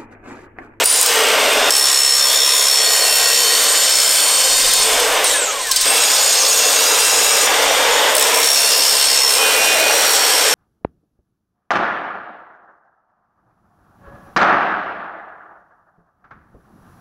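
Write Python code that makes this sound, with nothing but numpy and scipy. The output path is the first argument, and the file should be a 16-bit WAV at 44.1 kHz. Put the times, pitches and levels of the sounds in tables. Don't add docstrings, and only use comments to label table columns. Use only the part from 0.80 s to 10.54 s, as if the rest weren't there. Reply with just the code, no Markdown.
import sys
import numpy as np
from scipy import signal
from scipy.fft import rfft, irfft, next_fast_len
from scipy.io import wavfile
from scipy.ndimage import uniform_filter1d, map_coordinates

SR = 44100
rng = np.random.default_rng(int(sys.argv[2]) if len(sys.argv) > 2 else 0)


def generate_wav(sig):
    pcm = np.round(np.clip(np.atleast_2d(sig).T, -1, 1) * 32767).astype(np.int16)
    wavfile.write(sys.argv[1], SR, pcm)


N = 429534

# (time [s], speed [turns per s])
BLADE_SPEED = [(0, 59), (.5, 64), (.9, 67.2), (1.22, 67.5), (2.6, 68.15), (3, 66.9), (3.85, 61.5),
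               (4.44, 66.5), (4.53, 48.6), (5.045, 17), (5.055, 60.5), (5.6, 63.7), (6.35, 66.2),
               (6.665, 66.3), (6.675, 62), (7, 65.2), (7.33, 67.6), (7.52, 67.6), (7.6, 69.6), (8.3, 67.7),
               (8.585, 67.3), (8.595, 72.5), (9.1, 71.5), (9.74, 68.1)]
# (multiple of blade speed, width [Hz], level [dB])
MOTOR_NOTES = [(1, 3, -57), (4.636, 10, -43), (55.6, 15, -28.5), (74, 15, -39), (148, 21, -49),
               (166.5, 35, -41.5), (188, 80, -46), (222, 70, -44)]
# (start [s], end [s], multiple of blade speed, width [Hz], level [dB])
BRIEF_NOTES = [(0.043, .22, 160, 90, -3.5), (4.442, 4.56, 145, 1400, -19), (4.5, 4.843, 37, 45, -27.5),
               (4.53, 4.7, 74, 40, -36), (4.52, 4.74, 193, 1304, -22.5), (4.56, 4.69, 197, 697, -24),
               (4.57, 4.75, 338, 60, -40), (4.82, 4.992, 74, 45, -28.5), (4.882, 4.96, 47, 41, -31)]
# (start [s], end [s], pitch [Hz], level over the rim's hiss [dB])
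SQUEAL_NOTES = [(.1, .33, 8850, -15), (.15, .39, 6900, -11), (.05, .3, 7130, -12), (.92, 1.5, 8030, -10),
                (.92, 3.1, 1888, -16.5), (.92, 1.9, 1200, -19), (.95, 2.07, 4393, -10.5),
                (.95, 2.5, 9650, -13), (1, 2.56, 10070, -18), (1, 2.5, 3655, -23), (1.05, 2, 6760, -9.5),
                (1.05, 4.2, 7015, -11), (1.4, 2.1, 3590, -9.5), (1.45, 2.1, 3320, -11), (1.5, 2, 3800, -15),
                (1.6, 3.8, 7200, -13), (2, 2.8, 4362, -6.5), (2, 4.08, 4415, -13), (2, 4.08, 3100, -16),
                (2.1, 4.08, 4495, -15), (2.25, 2.65, 2727, -13.5), (2.3, 3.8, 8700, -17),
                (2.7, 2.97, 1888, -14.5), (2.8, 4.1, 8450, -12.5), (3.3, 4.1, 8930, -13),
                (3.7, 4.05, 3680, -14), (5.055, 6.67, 8450, -9), (5.06, 5.8, 2690, -15),
                (5.8, 6.67, 2708, -12.5), (5.06, 5.9, 3892, -16.5), (5.9, 6.67, 3892, -13),
                (5.06, 6.1, 3348, -16.5), (5.1, 6.6, 10140, -20), (5.2, 6.67, 6800, -7),
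                (5.25, 6.1, 4503, -11.5), (5.25, 7.5, 6985, -11), (5.3, 6.05, 3575, -18),
                (5.3, 6.67, 5110, -14), (5.3, 7.1, 5820, -12), (5.5, 6.5, 6400, -10.5),
                (5.8, 6.67, 4895, -12.5), (7.55, 8.1, 9670, -10), (7.6, 8, 3582, -14),
                (7.75, 8.59, 2750, -12.5), (7.75, 8.59, 4400, -10.5), (7.75, 8.59, 5130, -10),
                (7.9, 8.4, 4905, -10), (7.9, 8.59, 6840, -16), (8.1, 8.59, 8510, -11),
                (8.59, 9.15, 2476, -3.5), (8.59, 9.15, 2762, -7), (8.59, 9.15, 3047, -8),
                (8.6, 9.74, 4420, -12.5), (8.6, 8.9, 8600, -15)]
# (pitch [Hz], width [Hz], level over the rim's hiss [dB])
TUBE_RINGS = [(1032, 90, -20), (1558, 55, -23), (8500, 150, -13), (9360, 120, -22), (11750, 150, -22.5),
              (13200, 130, -25)]
# (time [s], turns in a row, relative strength [dB], lower ring against upper [dB])
GRAZE_RUNS = [(.04, 2, 16, -15), (.1256, 1, 11, -11.5), (.1605, 1, 10, -10), (.2117, 2, 13, -8),
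              (.2611, 1, 11, -10.5), (.3571, 12, -10, 2), (.7307, 1, -5.5, -6.5), (0.9053, 1, 5, 0),
              (.92, 10, -4, -10), (3.9345, 1, 10, -3.5), (4.1979, 1, -5, -3), (4.4423, 1, -1, -10),
              (4.8684, 1, -14, -3), (4.9117, 2, -5, 3.5), (5.009, 1, -5.5, -3), (6.8244, 1, -8, 3),
              (7.3507, 6, 5, -6), (7.5433, 15, 1, -7), (8.9989, 1, -4, -8)]
# (pitch [Hz], width [Hz], relative gain [dB])
BLADE_MODES = [(3110, 66, 7.5), (3530, 91, 0.5), (4130, 83, 6), (4680, 93, 7), (5294, 122, 7),
               (6000, 83, 0), (6270, 111, 5.5), (7640, 170, 3), (7840, 203, 2), (8520, 95, 6),
               (9310, 276, 0.5), (10900, 195, -24), (12570, 290, -14.5), (13460, 246, -5.5)]
# (time [s], relative hiss level [dB], tooth note over the hiss [dB])
RIM_HISS = [(.035, -18, -36), (.045, -3, -8), (.2, -2.5, -12), (.27, -6, -13), (.34, -14, -20),
            (.45, -19, -32), (.895, -19.5, -32), (.905, -9, -0.5), (1.3, -7, 0), (1.9, -7, -2),
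            (2.2, -10, -9), (2.6, -4, -7), (2.9, -8, -26), (3.2, -4, -4.5), (3.5, -6.5, -24),
            (3.85, -4, -15), (4.03, -4, -24), (4.1, -13, -30), (4.435, -22, -35), (4.445, -13, -40),
            (4.52, -13, -40), (4.6, -22, -40), (4.75, -21.5, -40), (4.93, -19.5, -38), (5.045, -13, -40),
            (5.055, -8.5, -16), (5.5, -7, -8), (6.1, -9, -14), (6.665, -10.5, -12), (6.675, -18, -35),
            (7, -17.5, -30), (7.345, -18, -33), (7.42, -9.5, -6), (7.52, -16.5, -9), (7.7, -5, -1.5),
            (8, -4, -4.5), (8.4, -3.5, -3), (8.585, -6.5, -3.5), (8.595, -13, -11), (9, -16, -10),
            (9.3, -10.5, -6.5), (9.74, -13.5, -9)]
# (frequency [Hz], relative density [dB per Hz])
FAN_COLOUR = [(82, -66), (140, -38), (297, -12), (362, -15), (441, 1), (1140, -5), (1280, -5.5), (3590, -7),
              (3960, -14.5), (5440, -14), (8740, -21), (10200, -39), (12700, -21.5), (14300, -40),
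              (15800, -46.5)]
STAND_COLOUR = [(15, -7), (26, 2.5), (60, -14), (130, -16), (200, -31.5)]
HISS_COLOUR = [(710, -24), (1200, -9.5), (1660, -8.5), (3650, -2.5), (4120, -2), (4430, -1), (4820, -5.5),
               (5290, 1.5), (5800, -2), (8490, -1), (11000, -19.5), (14300, -31), (22000, -120)]
CHIP_COLOUR = [(5000, -36.5), (8500, -2.5), (9120, -4), (9990, -5.5), (10800, -8.5), (13200, -5.5),
               (15100, -12.5), (15800, -20)]
# (frequency [Hz], 60 dB decay time [s])
SHED_DECAY = [(300, 1.17), (3000, 0.84), (12000, 0.33)]
PASS_JOINS = [.04, .9, 5.05, 6.67, 8.59]
FAN_NEARNESS = [2, 2.2, -2.5, 0.3, 2, -0.3]

TOOTH_COUNT = 80
FULL_SPEED = 67
START_TURN = -.33
BRAKE_ON_S, BRAKE_OFF_S = 4.44, 5.05
FAN_DB, FAN_POWER = -13.5, 1.42
SHAKE_DB = -48
OVERTONES_DB = -14.5
THROB_DB, THROB_PER_DB = 5.5, 0.24
CHIPS_DB, CHIPS_GROW, CHIPS_TEETH, CHIPS_POWER = -8, 0.84, 0.15, 1.1
SQUEAL_WIDTH_HZ, WIDTH_POWER = 16, 1.6
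GRAZE_LOSS_DB = 0.1
CEILING_DB, REACH_S = -13, 0.11
TOP_HZ = 15950


def amp(db):
    return 10 ** (np.asarray(db) / 20)


def unit(x):
    return x / np.sqrt(np.mean(np.abs(x) ** 2) + 1e-20)


def along(points, hz):
    f, v = np.transpose(points)
    return np.interp(np.log(hz + 1), np.log(f + 1), v)


def curves(rows):
    s, *columns = np.transpose(rows)
    return [np.interp(np.arange(N) / SR, s, column) for column in columns]


def wobble(rate, count=N):
    knots = np.arange(0, count * rate / SR + 1, 1 / 6)
    smooth = map_coordinates(rng.standard_normal(int(count * rate / SR) + 4), [knots])
    return np.interp(np.arange(count) * rate / SR, knots, smooth)


def filtered(x, response):
    m = next_fast_len(N + SR // 2)
    return irfft(rfft(x, m) * response(np.fft.rfftfreq(m, 1 / SR)), m)[..., :N]


def rush(colour, patchy_db):
    z = signal.stft(rng.standard_normal(N + 2048), nperseg=1024)[2]
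    across_bands = uniform_filter1d(rng.standard_normal(z.shape), 2, 0)
    patches = unit(uniform_filter1d(across_bands, 30, 1))
    noise = signal.istft(z * amp(patchy_db * patches), nperseg=1024)[1][:N]
    return unit(filtered(noise, lambda hz: amp(along(colour, hz))))


def singing(start, end, phase, width_hz, db, waver_db):
    a, b = round(start * SR), min(round(end * SR), N)
    count = b - a
    t = np.arange(count) / SR
    rough = np.clip(width_hz / 70, 0, 1)
    sway = unit(wobble(width_hz + 8, count) + 1j * wobble(width_hz + 8, count))
    drift = np.exp(1.5j * wobble(width_hz / 2 + 2, count))
    edge = np.clip(np.minimum(t / 0.0036, (t[-1] - t) / 0.046), 0, 1)
    fade_db = 1.75 * t / t[-1]
    level = amp(db + 3 + waver_db * wobble(6.89, count) - fade_db) * edge
    note = (np.sqrt(1 - rough) * drift + np.sqrt(rough) * sway) * np.exp(1j * phase[a:b])
    return np.pad(level * note.real, (a, N - b))


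def blade_speed():
    s, turns = np.transpose(BLADE_SPEED)
    return np.exp(np.interp(np.arange(N) / SR, s, np.log(turns)))


def throb(angle, depth_db):
    gain = amp(depth_db * (np.sin(angle) + 0.38 * np.sin(2 * angle)))
    return gain / np.sqrt(np.abs(uniform_filter1d(gain ** 2, SR // 16)) + 1e-9)


def shed(x):
    hz, t, z = signal.stft(rng.standard_normal(SR), SR, nperseg=256)
    decay = amp(-60 * t / along(SHED_DECAY, hz)[:, None])
    tail = signal.istft(z * decay, SR, nperseg=256)[1]
    late = np.pad(x, (700, 0))
    return signal.fftconvolve(late, tail / np.linalg.norm(tail))[:N]


def motor(angle, fan_db):
    roar = amp(fan_db + 0.704 * wobble(12)) * rush(FAN_COLOUR, patchy_db=2)
    driven = [(0, BRAKE_ON_S), (BRAKE_OFF_S, N / SR)]
    steady = [(start, end, *note) for note in MOTOR_NOTES for start, end in driven]
    notes = sum(singing(start, end, multiple * angle, width_hz, db, waver_db=2.0)
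                for start, end, multiple, width_hz, db in steady + BRIEF_NOTES)
    shake = amp(SHAKE_DB + 4.4 * wobble(3)) * rush(STAND_COLOUR, patchy_db=2.5)
    return roar + notes + shake


def grazes(angle, speed):
    high, low = np.zeros(N + SR), np.zeros(N + SR)
    t = np.arange(SR // 10) / SR
    for s, db, low_db in touches(angle):
        at = round(s * SR)
        t60 = 1.5 / speed[at]
        scrape = rng.standard_normal(len(t)) * amp(-60 * t / t60) * (1 - np.exp(-t / (t60 / 60)))
        high[at:][:len(t)] += amp(db) * scrape
        low[at:][:len(t)] += amp(db + low_db) * scrape

    def ring(f):
        modes = sum(amp(db) * 1j * f * w / (c * c - f * f + 1j * f * w) for c, w, db in BLADE_MODES)
        return amp(-13.5) + modes

    def above(f, edge_hz):
        return 1 / (1 + (edge_hz / (f + 1)) ** 12)

    upper = filtered(high[:N], lambda f: ring(f) * above(f, 7250))
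    lower = filtered(low[:N], lambda f: ring(f) * above(f, 2900) * (1 - above(f, 7250)))
    return amp(2) * (upper + lower)


def touches(angle):
    def after(s, turns):
        return np.searchsorted(angle, angle[round(s * SR)] + 2 * np.pi * turns) / SR

    return [(after(s, k), db - GRAZE_LOSS_DB * k, low_db)
            for s, run, db, low_db in GRAZE_RUNS for k in range(round(run))]


def squeals(angle, hiss_db, depth_db):
    turns = 2 * np.pi * np.arange(N) / SR
    rows = [(start, end, hz, SQUEAL_WIDTH_HZ * (hz / 4000) ** WIDTH_POWER, db)
            for start, end, hz, db in SQUEAL_NOTES]
    rows += [(0, N / SR, *ring) for ring in TUBE_RINGS]
    notes = sum(singing(start, end, hz * turns, width_hz, db, waver_db=1.5)
                for start, end, hz, width_hz, db in rows)
    return amp(hiss_db) * notes * throb(angle, 0.29 * depth_db)


def teeth(angle, note_db, overtones_db, depth_db):
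    phase = TOOTH_COUNT * angle + .5 * np.sin(angle + 0.67) + 0.33 * wobble(30)
    flutter_db = 9 / (2 + depth_db)
    note = amp(note_db + flutter_db * wobble(18)) * np.sin(phase)
    octave_and_twelfth = np.sin(2 * phase) + amp(-5) * np.sin(3 * phase)
    overtones = amp(overtones_db + 1.43 * flutter_db * wobble(25)) * octave_and_twelfth
    return np.sqrt(2) * (note + overtones) * throb(angle, 1.4 * depth_db)


def rim(angle, turns_kept):
    turn = angle / (2 * np.pi)
    pattern = rng.standard_normal((int(turn[-1] / turns_kept) + 4, 600))
    repeated = map_coordinates(pattern, [turn / turns_kept, turn % 1 * 599], order=1)
    return unit(filtered(repeated, lambda hz: amp(along(HISS_COLOUR, hz))))


def rim_and_chips(angle, hiss_db, chips_db, depth_db):
    repeat_share = np.clip(0.16 * depth_db, 0, 1.2)
    noise = rush(HISS_COLOUR, patchy_db=3) + repeat_share * rim(angle, turns_kept=10)
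    hiss = amp(hiss_db - 3.5 + 1.13 * wobble(25)) * noise * throb(angle, 0.33 * depth_db)
    spikes = unit(amp(1.2 * wobble(500) + 1.2 * wobble(30)))
    chips = amp(chips_db) * spikes * rush(CHIP_COLOUR, patchy_db=4.0) * throb(angle, 0.34 * depth_db)
    return hiss + chips


def held(x):
    reach = max(round(REACH_S * SR / 2), 8)
    power = np.abs(uniform_filter1d(uniform_filter1d(x ** 2, reach), reach))
    return x / (1 + (power / amp(2 * CEILING_DB)) ** 3) ** (1 / 6)


def scene():
    speed = blade_speed()
    angle = 2 * np.pi * (START_TURN + np.cumsum(speed) / SR)
    speed_db = 20 * np.log10(speed / FULL_SPEED)
    hiss_db, over_db = curves(RIM_HISS)
    note_db = hiss_db + over_db
    depth_db = np.clip(THROB_DB + THROB_PER_DB * over_db, 0, 9)
    chips_db = CHIPS_DB + CHIPS_GROW * hiss_db + CHIPS_TEETH * over_db + CHIPS_POWER * speed_db
    near_db = np.array(FAN_NEARNESS)[np.searchsorted(PASS_JOINS, np.arange(N) / SR)]

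    mono = motor(angle, FAN_DB + near_db + FAN_POWER * speed_db)
    sharp = grazes(angle, speed) + teeth(angle, note_db, note_db + OVERTONES_DB, depth_db)
    mono = mono + sharp + amp(-11.5) * shed(sharp)
    mono = mono + squeals(angle, hiss_db, depth_db) + rim_and_chips(angle, hiss_db, chips_db, depth_db)
    return np.array([mono, mono])


def record(dry):
    joins = np.round(np.multiply(PASS_JOINS, SR)).astype(int)
    level = np.hstack([held(x) for x in np.split(dry, joins, axis=1)])
    soft = level / (1 + np.abs(level / 1.05) ** 6) ** (1 / 6)
    return np.clip(filtered(soft, lambda hz: hz < TOP_HZ), -1, 1)


dry = scene()
out = record(dry)
generate_wav(out)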